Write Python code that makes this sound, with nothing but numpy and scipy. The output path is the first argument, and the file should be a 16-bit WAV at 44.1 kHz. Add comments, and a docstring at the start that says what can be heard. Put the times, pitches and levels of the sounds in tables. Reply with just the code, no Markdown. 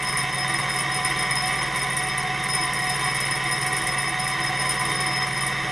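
"""Small hot-air engine on a bench

The engine spins at about 19.5 turns a second. Each turn jolts the base into a low hum, beside a
faint steady drone. Sliding parts rub, and the rubbing noise makes the metal frame ring.
Slack (a little free play) in the linkage of rods and pins chatters and ticks in bursts,
and keeps the flywheel singing on one high note."""
import sys
import numpy as np
from scipy import signal
from scipy.fft import rfft, irfft, next_fast_len
from scipy.io import wavfile

SR = 44100
rng = np.random.default_rng(int(sys.argv[2]) if len(sys.argv) > 2 else 0)


def file_out(sig):
    """Save sig as 16-bit WAV at sys.argv[1]."""
    # one column per channel
    cols = np.atleast_2d(sig).T
    # limit, then scale
    lim = np.clip(cols, -1, 1)
    pcm = np.round(lim * 32767).astype(np.int16)
    wavfile.write(sys.argv[1], SR, pcm)


N = 251811
TIME = np.arange(N) / SR


def gain_of(db):
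    """Turns decibels into a number to multiply a sound by."""
    return 10 ** (np.asarray(db) / 20)


def normalised(x):
    """Scales a signal to an average size (rms) of 1."""
    return x / np.sqrt(np.mean(x ** 2) + 1e-20)


def gain_at(table, hz):
    """The gain at any frequency, read between the rows of a (frequency, level) table."""
    row_hz, db = np.transpose(table)
    return gain_of(np.interp(np.log(hz + 1), np.log(row_hz + 1), db))


def filtered(x, gain):
    """Turns each frequency up or down by gain(hz)."""
    size = next_fast_len(N)
    return irfft(rfft(x, size) * gain(np.fft.rfftfreq(size, 1 / SR)), size)[..., :N]


def resonate(x, gain):
    """Filters so that ringing comes after each push, never before it (minimum phase)."""
    size = 2 * next_fast_len(N // 2 + 1)
    cepstrum = irfft(np.log(gain(np.fft.rfftfreq(size, 1 / SR)) + 1e-9), size)
    cepstrum[1:size // 2] *= 2
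    cepstrum[size // 2 + 1:] = 0
    return irfft(rfft(x, size) * np.exp(rfft(cepstrum)), size)[:N]


def wander(rate_hz):
    """A smooth random wobble of average size 1; a higher rate wobbles faster."""
    return normalised(filtered(rng.standard_normal(N), lambda hz: 1 / (1 + (hz / rate_hz) ** 2)))


def drone(pitch_hz=56.3, level_db=-49):
    """A faint low tone that does not follow the crank."""
    level = gain_of(level_db + wander(2))
    return np.sqrt(2) * level * np.sin(2 * np.pi * pitch_hz * TIME + .3 * wander(2.5))


# How fast the crank spins: (time [s], speed [turns per second])
CRANK_SPEED = [(0, 19.50), (1, 19.52), (1.6, 19.48), (2.5, 19.48), (3.3, 19.45), (5.71, 19.445)]

def crank_angle(start_turns=.155):
    """How far the crank has turned, in radians; the jolt comes at each whole turn."""
    speed = np.interp(TIME, *np.transpose(CRANK_SPEED))
    return 2 * np.pi * (start_turns + np.cumsum(speed) / SR)


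# The tones in the hum: (pitch [multiple of the crank speed], level [dB])
HUM_TONES = [(1, -70), (2, -72), (5, -95), (6, -51.5), (7, -38), (8, -51.5), (9, -49.5), (10, -48.5),
             (11, -113), (12, -58.5), (13, -72)]

def base_hum(angle):
    """One jolt a turn shakes the base into a set of slightly wavering tones."""
    hum = np.zeros(N)
    for multiple, db in HUM_TONES:
        level = gain_of(db + .81 * wander(.45))
        lag = .32 * (multiple - 8) ** 2  # tones far from the base's own pitch trail behind
        hum += level * np.cos(multiple * angle - lag + .099 * wander(1.4))
    return np.sqrt(2) * hum


# Notes at which the frame, cylinder and base ring: (pitch [Hz], width [Hz], level [dB])
FRAME_NOTES = [(153, 91, -63), (329.6, 17.5, -58.5), (415.3, 32.4, -61.5), (481.3, 14, -62),
               (533, 5.8, -59), (609, 21, -64), (742.2, 27.2, -49.5), (797, 16, -61), (1017, 32, -51),
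               (1103, 40, -54), (1173, 32, -54), (950, 110, -66), (1480, 40, -62), (1631, 22, -61),
               (1701, 32, -63), (1845, 75, -55.5), (1900, 34, -50), (1985, 70, -54.5), (2065, 45, -56),
               (2115, 186, -58), (2224, 39, -54), (2255, 36, -56), (2640, 12, -75), (2622, 19.5, -58.5),
               (2700, 29, -65), (2900, 46, -66), (3079, 127, -64.5), (3195, 27, -62), (3657, 77, -59),
               (3778, 59, -67.5)]
# Finer notes of the cylinder, fins and flywheel: (pitch [Hz], width [Hz], level [dB])
FINE_NOTES = [(357, 22, -68), (1236, 27, -63), (2550, 22, -80), (3310, 20, -63), (3930, 46, -74),
              (3970, 26, -74.5), (4117, 14, -69.5), (4140, 16, -76), (4750, 126, -78), (5013, 75, -74),
              (5140, 33, -60), (5274, 21, -62.5), (5586, 30, -70), (5560, 52, -71), (6100, 43, -77),
              (6250, 33, -69), (6383, 73, -72), (7100, 20, -99), (9000, 40, -74), (10570, 480, -75.5)]
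# The rubbing hiss between those notes: (frequency [Hz], level [dB])
RUB_HISS = [(15, -80), (40, -67), (90, -103), (250, -71), (700, -72.5), (1500, -68.5), (2500, -71.5),
            (3500, -77), (4400, -82), (7000, -85.5), (10500, -84.5), (12000, -100), (15000, -105)]

def frame_rubbing(angle):
    """Sliding parts make gritty noise, a bit stronger before each jolt, that rings the metal."""
    def metal_gain(hz):
        note_power = sum(gain_of(db) ** 2 / (1 + (2 * (hz - pitch) / width) ** 2) ** 1.9
                         for pitch, width, db in FRAME_NOTES + FINE_NOTES)
        return np.sqrt(note_power + gain_at(RUB_HISS, hz) ** 2)

    noise = rng.standard_normal(N)
    stroke_db = 1.11 * np.exp(np.cos(angle + .95) - 1)
    drift_db = .5 * wander(1.1)
    grit_db = 1.27 * wander(160)
    rub = normalised(noise * gain_of(stroke_db + drift_db + grit_db))
    return np.sqrt(SR / 2) * resonate(rub, metal_gain)


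# Moments when the load holds the slack shut: (start [s], length [s])
RATTLE_PAUSES = [(0.236, .09), (.43, 0.05), (0.633, .05), (.83, 0.072), (1.123, .04), (1.249, 0.037),
                 (1.66, .09), (1.867, 0.052), (2.113, .07), (2.225, 0.19), (2.683, .05), (3.371, 0.086),
                 (4.12, 0.055), (4.333, 0.07), (4.5, 0.073), (5.187, 0.036), (5.51, .3)]

def rattle_db(times, open_db=-42, drop_db=14.5, edge_s=.0076):
    """How loud the slack rattles at the given times; it drops during each pause."""
    shut = sum(np.tanh((times - start) / edge_s) - np.tanh((times - start - length) / edge_s)
               for start, length in RATTLE_PAUSES) / 2
    return open_db - drop_db * shut


# The loudest swells of the flywheel's note: (start [s], length [s], level [dB])
RIM_SWELLS = [(0.049, 0.093, -35.5), (0.143, 0.047, -36.5), (0.314, 0.035, -41), (0.382, 0.069, -34.5),
              (0.546, 0.037, -36), (0.695, 0.049, -35.5), (0.767, 0.045, -33), (0.915, 0.089, -36),
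              (1.03, 0.059, -35), (1.183, 0.035, -35), (1.239, 0.041, -38), (1.309, 0.039, -35),
              (1.362, 0.06, -30.5), (1.436, 0.039, -37), (1.58, 0.041, -35), (1.797, 0.035, -35),
              (2.093, 0.053, -38), (2.199, 0.026, -35), (2.489, 0.107, -32.5), (2.595, 0.053, -36),
              (2.821, 0.035, -38), (2.873, 0.086, -35), (3.031, 0.038, -38), (3.075, 0.045, -34),
              (3.207, 0.049, -33.5), (3.312, 0.055, -32.5), (3.517, 0.046, -31.5), (3.871, 0.057, -38),
              (3.981, 0.031, -36), (4.055, 0.042, -34), (4.197, 0.05, -37.5), (4.317, 0.037, -37),
              (4.412, 0.041, -37), (4.461, 0.035, -34.5), (4.591, 0.041, -37), (4.656, 0.087, -36),
              (4.777, 0.031, -37), (4.965, 0.077, -37), (5.058, 0.058, -37), (5.134, 0.086, -33.5),
              (5.401, 0.039, -38)]

def flywheel_singing(pitch_hz=5182, waver_hz=9.08, rise_s=.0023, fall_s=.0027, fall_early_s=.0067):
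    """The rim rings on one wavering note, swelling out of a murmur that follows the rattle."""
    murmur_db = rattle_db(TIME) - 4.5 + 5.5 * wander(22)
    power = gain_of(murmur_db) ** 2
    for start, length, db in RIM_SWELLS:
        near = slice(max(round((start - .04) * SR), 0), round((start + length + .09) * SR))
        t = TIME[near] - start
        rise = 1 / (1 + np.exp(-t / rise_s))
        fall = 1 / (1 + np.exp((t - length + fall_early_s) / fall_s))
        power[near] += (gain_of(db) * rise * fall) ** 2
    flutter = gain_of(2 * wander(30))
    phase = 2 * np.pi * np.cumsum(pitch_hz + waver_hz * wander(25)) / SR
    return np.sqrt(2 * power) * flutter * np.sin(phase)


# Notes of the rods and pins: (pitch [Hz], relative level [dB], time to fade by 60 dB [s])
ROD_NOTES = [(5550, -27, .03), (7600, -28, .03), (8790, -24, .04), (9250, -22, .03), (9370, -19, .03),
             (9485, -8, .06), (9555, -4.5, .07), (9700, -20, .03), (10300, -21, .03), (10540, -20, .04),
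             (10680, -17, .05), (10880, -19, .04), (11000, -22, .03)]

def rod_ringing(blows, spread_db, rise_s=.0015):
    """Each blow rings every note of the linkage with a random strength; close notes throb together."""
    t = np.arange(3500) / SR
    hits = np.flatnonzero(blows)
    luck = rng.standard_normal((len(hits), len(ROD_NOTES), 2))
    ringing = np.zeros(N)
    for k, (hz, db, fade_s) in enumerate(ROD_NOTES):
        pushes = np.zeros(N)
        pushes[hits] = blows[hits] * gain_of(spread_db * luck[:, k, 0]) * np.sign(luck[:, k, 1])
        level = gain_of(db - 60 * t / fade_s) * (1 - np.exp(-t / rise_s))
        ringing += signal.oaconvolve(pushes, level * np.sin(2 * np.pi * hz * t))[:N]
    return ringing


def noise_puff(blows, colour, fade_s):
    """A dying puff of noise after each blow; the colour table sets how bright it is."""
    power = signal.oaconvolve(blows ** 2, np.exp(-np.arange(3000) / SR / fade_s))[:N]
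    noise = np.sqrt(abs(power)) * rng.standard_normal(N)
    return filtered(noise, lambda hz: gain_at(colour, hz))


# The short fizz after any blow in the linkage: (frequency [Hz], relative level [dB])
FIZZ_COLOUR = [(4300, -3), (5300, 17.5), (6300, 5.5), (7300, 5.5), (9000, 15), (10700, 13.5), (12000, 6),
               (14500, -16)]

def linkage_chatter(angle, blows_per_s=500):
    """Loose parts trade many tiny blows, which die down while the load holds the slack shut."""
    looseness = 1 - 1.1 * np.exp(4.4 * (np.cos(angle - 2.1) - 1))  # dips once a turn
    strength = gain_of(3.8 * np.minimum(rng.exponential(1, N), 3))
    blows = looseness * strength * (rng.random(N) < blows_per_s / SR)
    ringing = rod_ringing(blows, spread_db=5.2)
    fizz = gain_of(-22) * noise_puff(blows, FIZZ_COLOUR, fade_s=.008)
    return gain_of(rattle_db(TIME)) * normalised(ringing + fizz)


# Places in each turn where the slack may knock shut: (place after the jolt [turns], scatter [turns],
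# chance [0-1], top strength above the rattle [dB], crack compared with strength [dB])
KNOCK_PLACES = [(0.561, .04, .7, 16.5, -18), (.85, .04, .6, 22, -30), (1.12, .05, .5, 15, -24)]

def lesser_ticks(angle, loud_times, spread_db=4, clear_s=.014):
    """Picks chance knocks of the slack, away from the loud ticks, as (time, strength, crack) rows."""
    place, scatter, chance, above_db, crack_db = np.transpose(KNOCK_PLACES)
    turns = angle / (2 * np.pi)
    whole_turns = np.arange(-1, turns[-1])[:, None]
    lateness, softness = rng.standard_normal((2, len(whole_turns), len(KNOCK_PLACES)))
    times = np.interp(whole_turns + place + scatter * lateness, turns, TIME, left=-1, right=-1)
    clear = abs(times[..., None] - loud_times).min(-1) > clear_s
    heard = (rng.random(times.shape) < chance) & clear & (times > 0)
    strength_db = rattle_db(times) + above_db - spread_db * abs(softness)
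    return np.stack(np.broadcast_arrays(times, strength_db, crack_db), axis=-1)[heard]


# The loudest knocks of the slack: (time [s], strength [dB], crack compared with strength [dB])
LOUD_TICKS = [(0.0867, -22.5, -26), (0.1246, -26, -21), (0.1709, -17, -23), (0.1884, -16.5, -31),
              (0.3282, -27, -25), (0.3451, -20, -32), (0.383, -22, -24), (0.4783, -24, -25),
              (0.4963, -21.5, -31), (0.5394, -20, -27), (0.6955, -24.5, -21), (0.7603, -20.5, -23),
              (0.788, -22, -19.5), (0.9188, -26, -29), (0.944, -21.5, -21), (1.0478, -14.5, -24.5),
              (1.1667, -31, -21), (1.1927, -21.5, -21), (1.2232, -23, -31), (1.309, -17.5, -27),
              (1.3545, -19.5, -22), (1.4222, -21, -27), (1.4735, -21.5, -21), (1.5539, -27, -19),
              (1.6282, -22, -36), (1.7444, -35, -18), (1.7594, -26.5, -14), (1.8996, -27, -20),
              (1.9669, -15, -25), (1.9898, -21, -31), (2.1772, -16, -30), (2.4374, -22, -25),
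              (2.4862, -23, -26), (2.5017, -20, -27), (2.534, -18, -26), (2.5482, -16, -24),
              (2.6358, -24, -22), (2.7342, -22, -19), (2.8205, -30, -16), (2.8679, -25, -22),
              (2.8946, -19, -20), (3.043, -23.5, -19), (3.1467, -19.5, -23), (3.2035, -20.5, -18),
              (3.2524, -20.5, -25), (3.3099, -14.5, -32), (3.4391, -25.5, -23), (3.5116, -22, -21),
              (3.5234, -17.5, -25), (3.6134, -23, -20), (3.6643, -23, -17), (3.7272, -22, -24),
              (3.766, -17, -23), (3.8167, -25, -19), (3.8698, -24.5, -14), (3.917, -27, -22),
              (3.9823, -18.5, -28), (4.1943, -20, -26), (4.2767, -23.5, -16), (4.3008, -24, -31),
              (4.4036, -28, -29), (4.456, -31, -28), (4.5703, -28, -30), (4.5955, -22, -27),
              (4.616, -22.5, -23), (4.6932, -16, -20.5), (4.795, -21.5, -20), (4.8518, -19, -25),
              (4.955, -18, -33), (5.0035, -19, -22), (5.0634, -21.5, -25), (5.227, -25.5, -27),
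              (5.2679, -27, -25), (5.3413, -27, -27), (5.4086, -22, -21), (5.4656, -21, -18.5)]
# The sharp snap that starts a tick: (frequency [Hz], relative level [dB])
SNAP_COLOUR = [(3500, -30), (6000, 2), (10000, 25.5), (12500, 10), (14500, 2)]

def linkage_ticks(angle):
    """The slack knocks shut: the rods ring, with a crack of noise made of a snap and a fizz."""
    lesser = lesser_ticks(angle, loud_times=np.array(LOUD_TICKS)[:, 0])
    times, strength_db, crack_db = np.vstack([LOUD_TICKS, lesser]).T
    hits = np.round(times * SR).astype(int)
    blows, cracks = np.zeros((2, N))
    blows[hits] = gain_of(strength_db)
    cracks[hits] = gain_of(strength_db + crack_db)
    ringing = gain_of(2) * rod_ringing(blows, spread_db=1.7)
    snap = noise_puff(cracks, SNAP_COLOUR, fade_s=.001)
    fizz = noise_puff(cracks, FIZZ_COLOUR, fade_s=.014)
    return ringing + snap + fizz


# How the sound leans to one side: (frequency [Hz], left minus right [dB])
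EAR_BALANCE = [(60, -1.7), (370, -1.6), (740, -2.8), (1200, -1.4), (2000, -1), (3250, -.5), (5200, 1.2),
               (8000, .1), (14500, 0)]
# The part of the bench echoes that the ears do not share: (frequency [Hz], relative level [dB])
ECHO_COLOUR = [(25, -5), (60, -6), (130, -10), (250, -17), (700, -21), (1500, -24), (4500, -16),
               (9000, -21), (13000, -20)]

def scene():
    """The whole engine in stereo; echoes off the bench reach each ear a little differently."""
    angle = crank_angle()
    bright = flywheel_singing() + linkage_ticks(angle) + linkage_chatter(angle)
    engine = drone() + base_hum(angle) + frame_rubbing(angle) + bright
    bounces = rng.standard_normal(1500) * np.exp(-np.arange(1500) / 400)
    echoes = signal.oaconvolve(bright, bounces / np.linalg.norm(bounces))[:N]
    echoes += frame_rubbing(angle)  # fresh noise stands in for the rubbing's echo
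    unshared = filtered(echoes, lambda hz: gain_at(ECHO_COLOUR, hz))
    left = filtered(engine, lambda hz: gain_at(EAR_BALANCE, hz) ** .5) + unshared
    right = filtered(engine, lambda hz: gain_at(EAR_BALANCE, hz) ** -.5) - unshared
    return np.array([left, right])


def record(dry):
    """Cuts away the highest treble, above 14600 Hz."""
    low_pass = signal.firwin(161, 14600, window=("kaiser", 9), fs=SR)
    return signal.oaconvolve(dry, low_pass[None], "same")


dry = scene()
out = record(dry)
file_out(out)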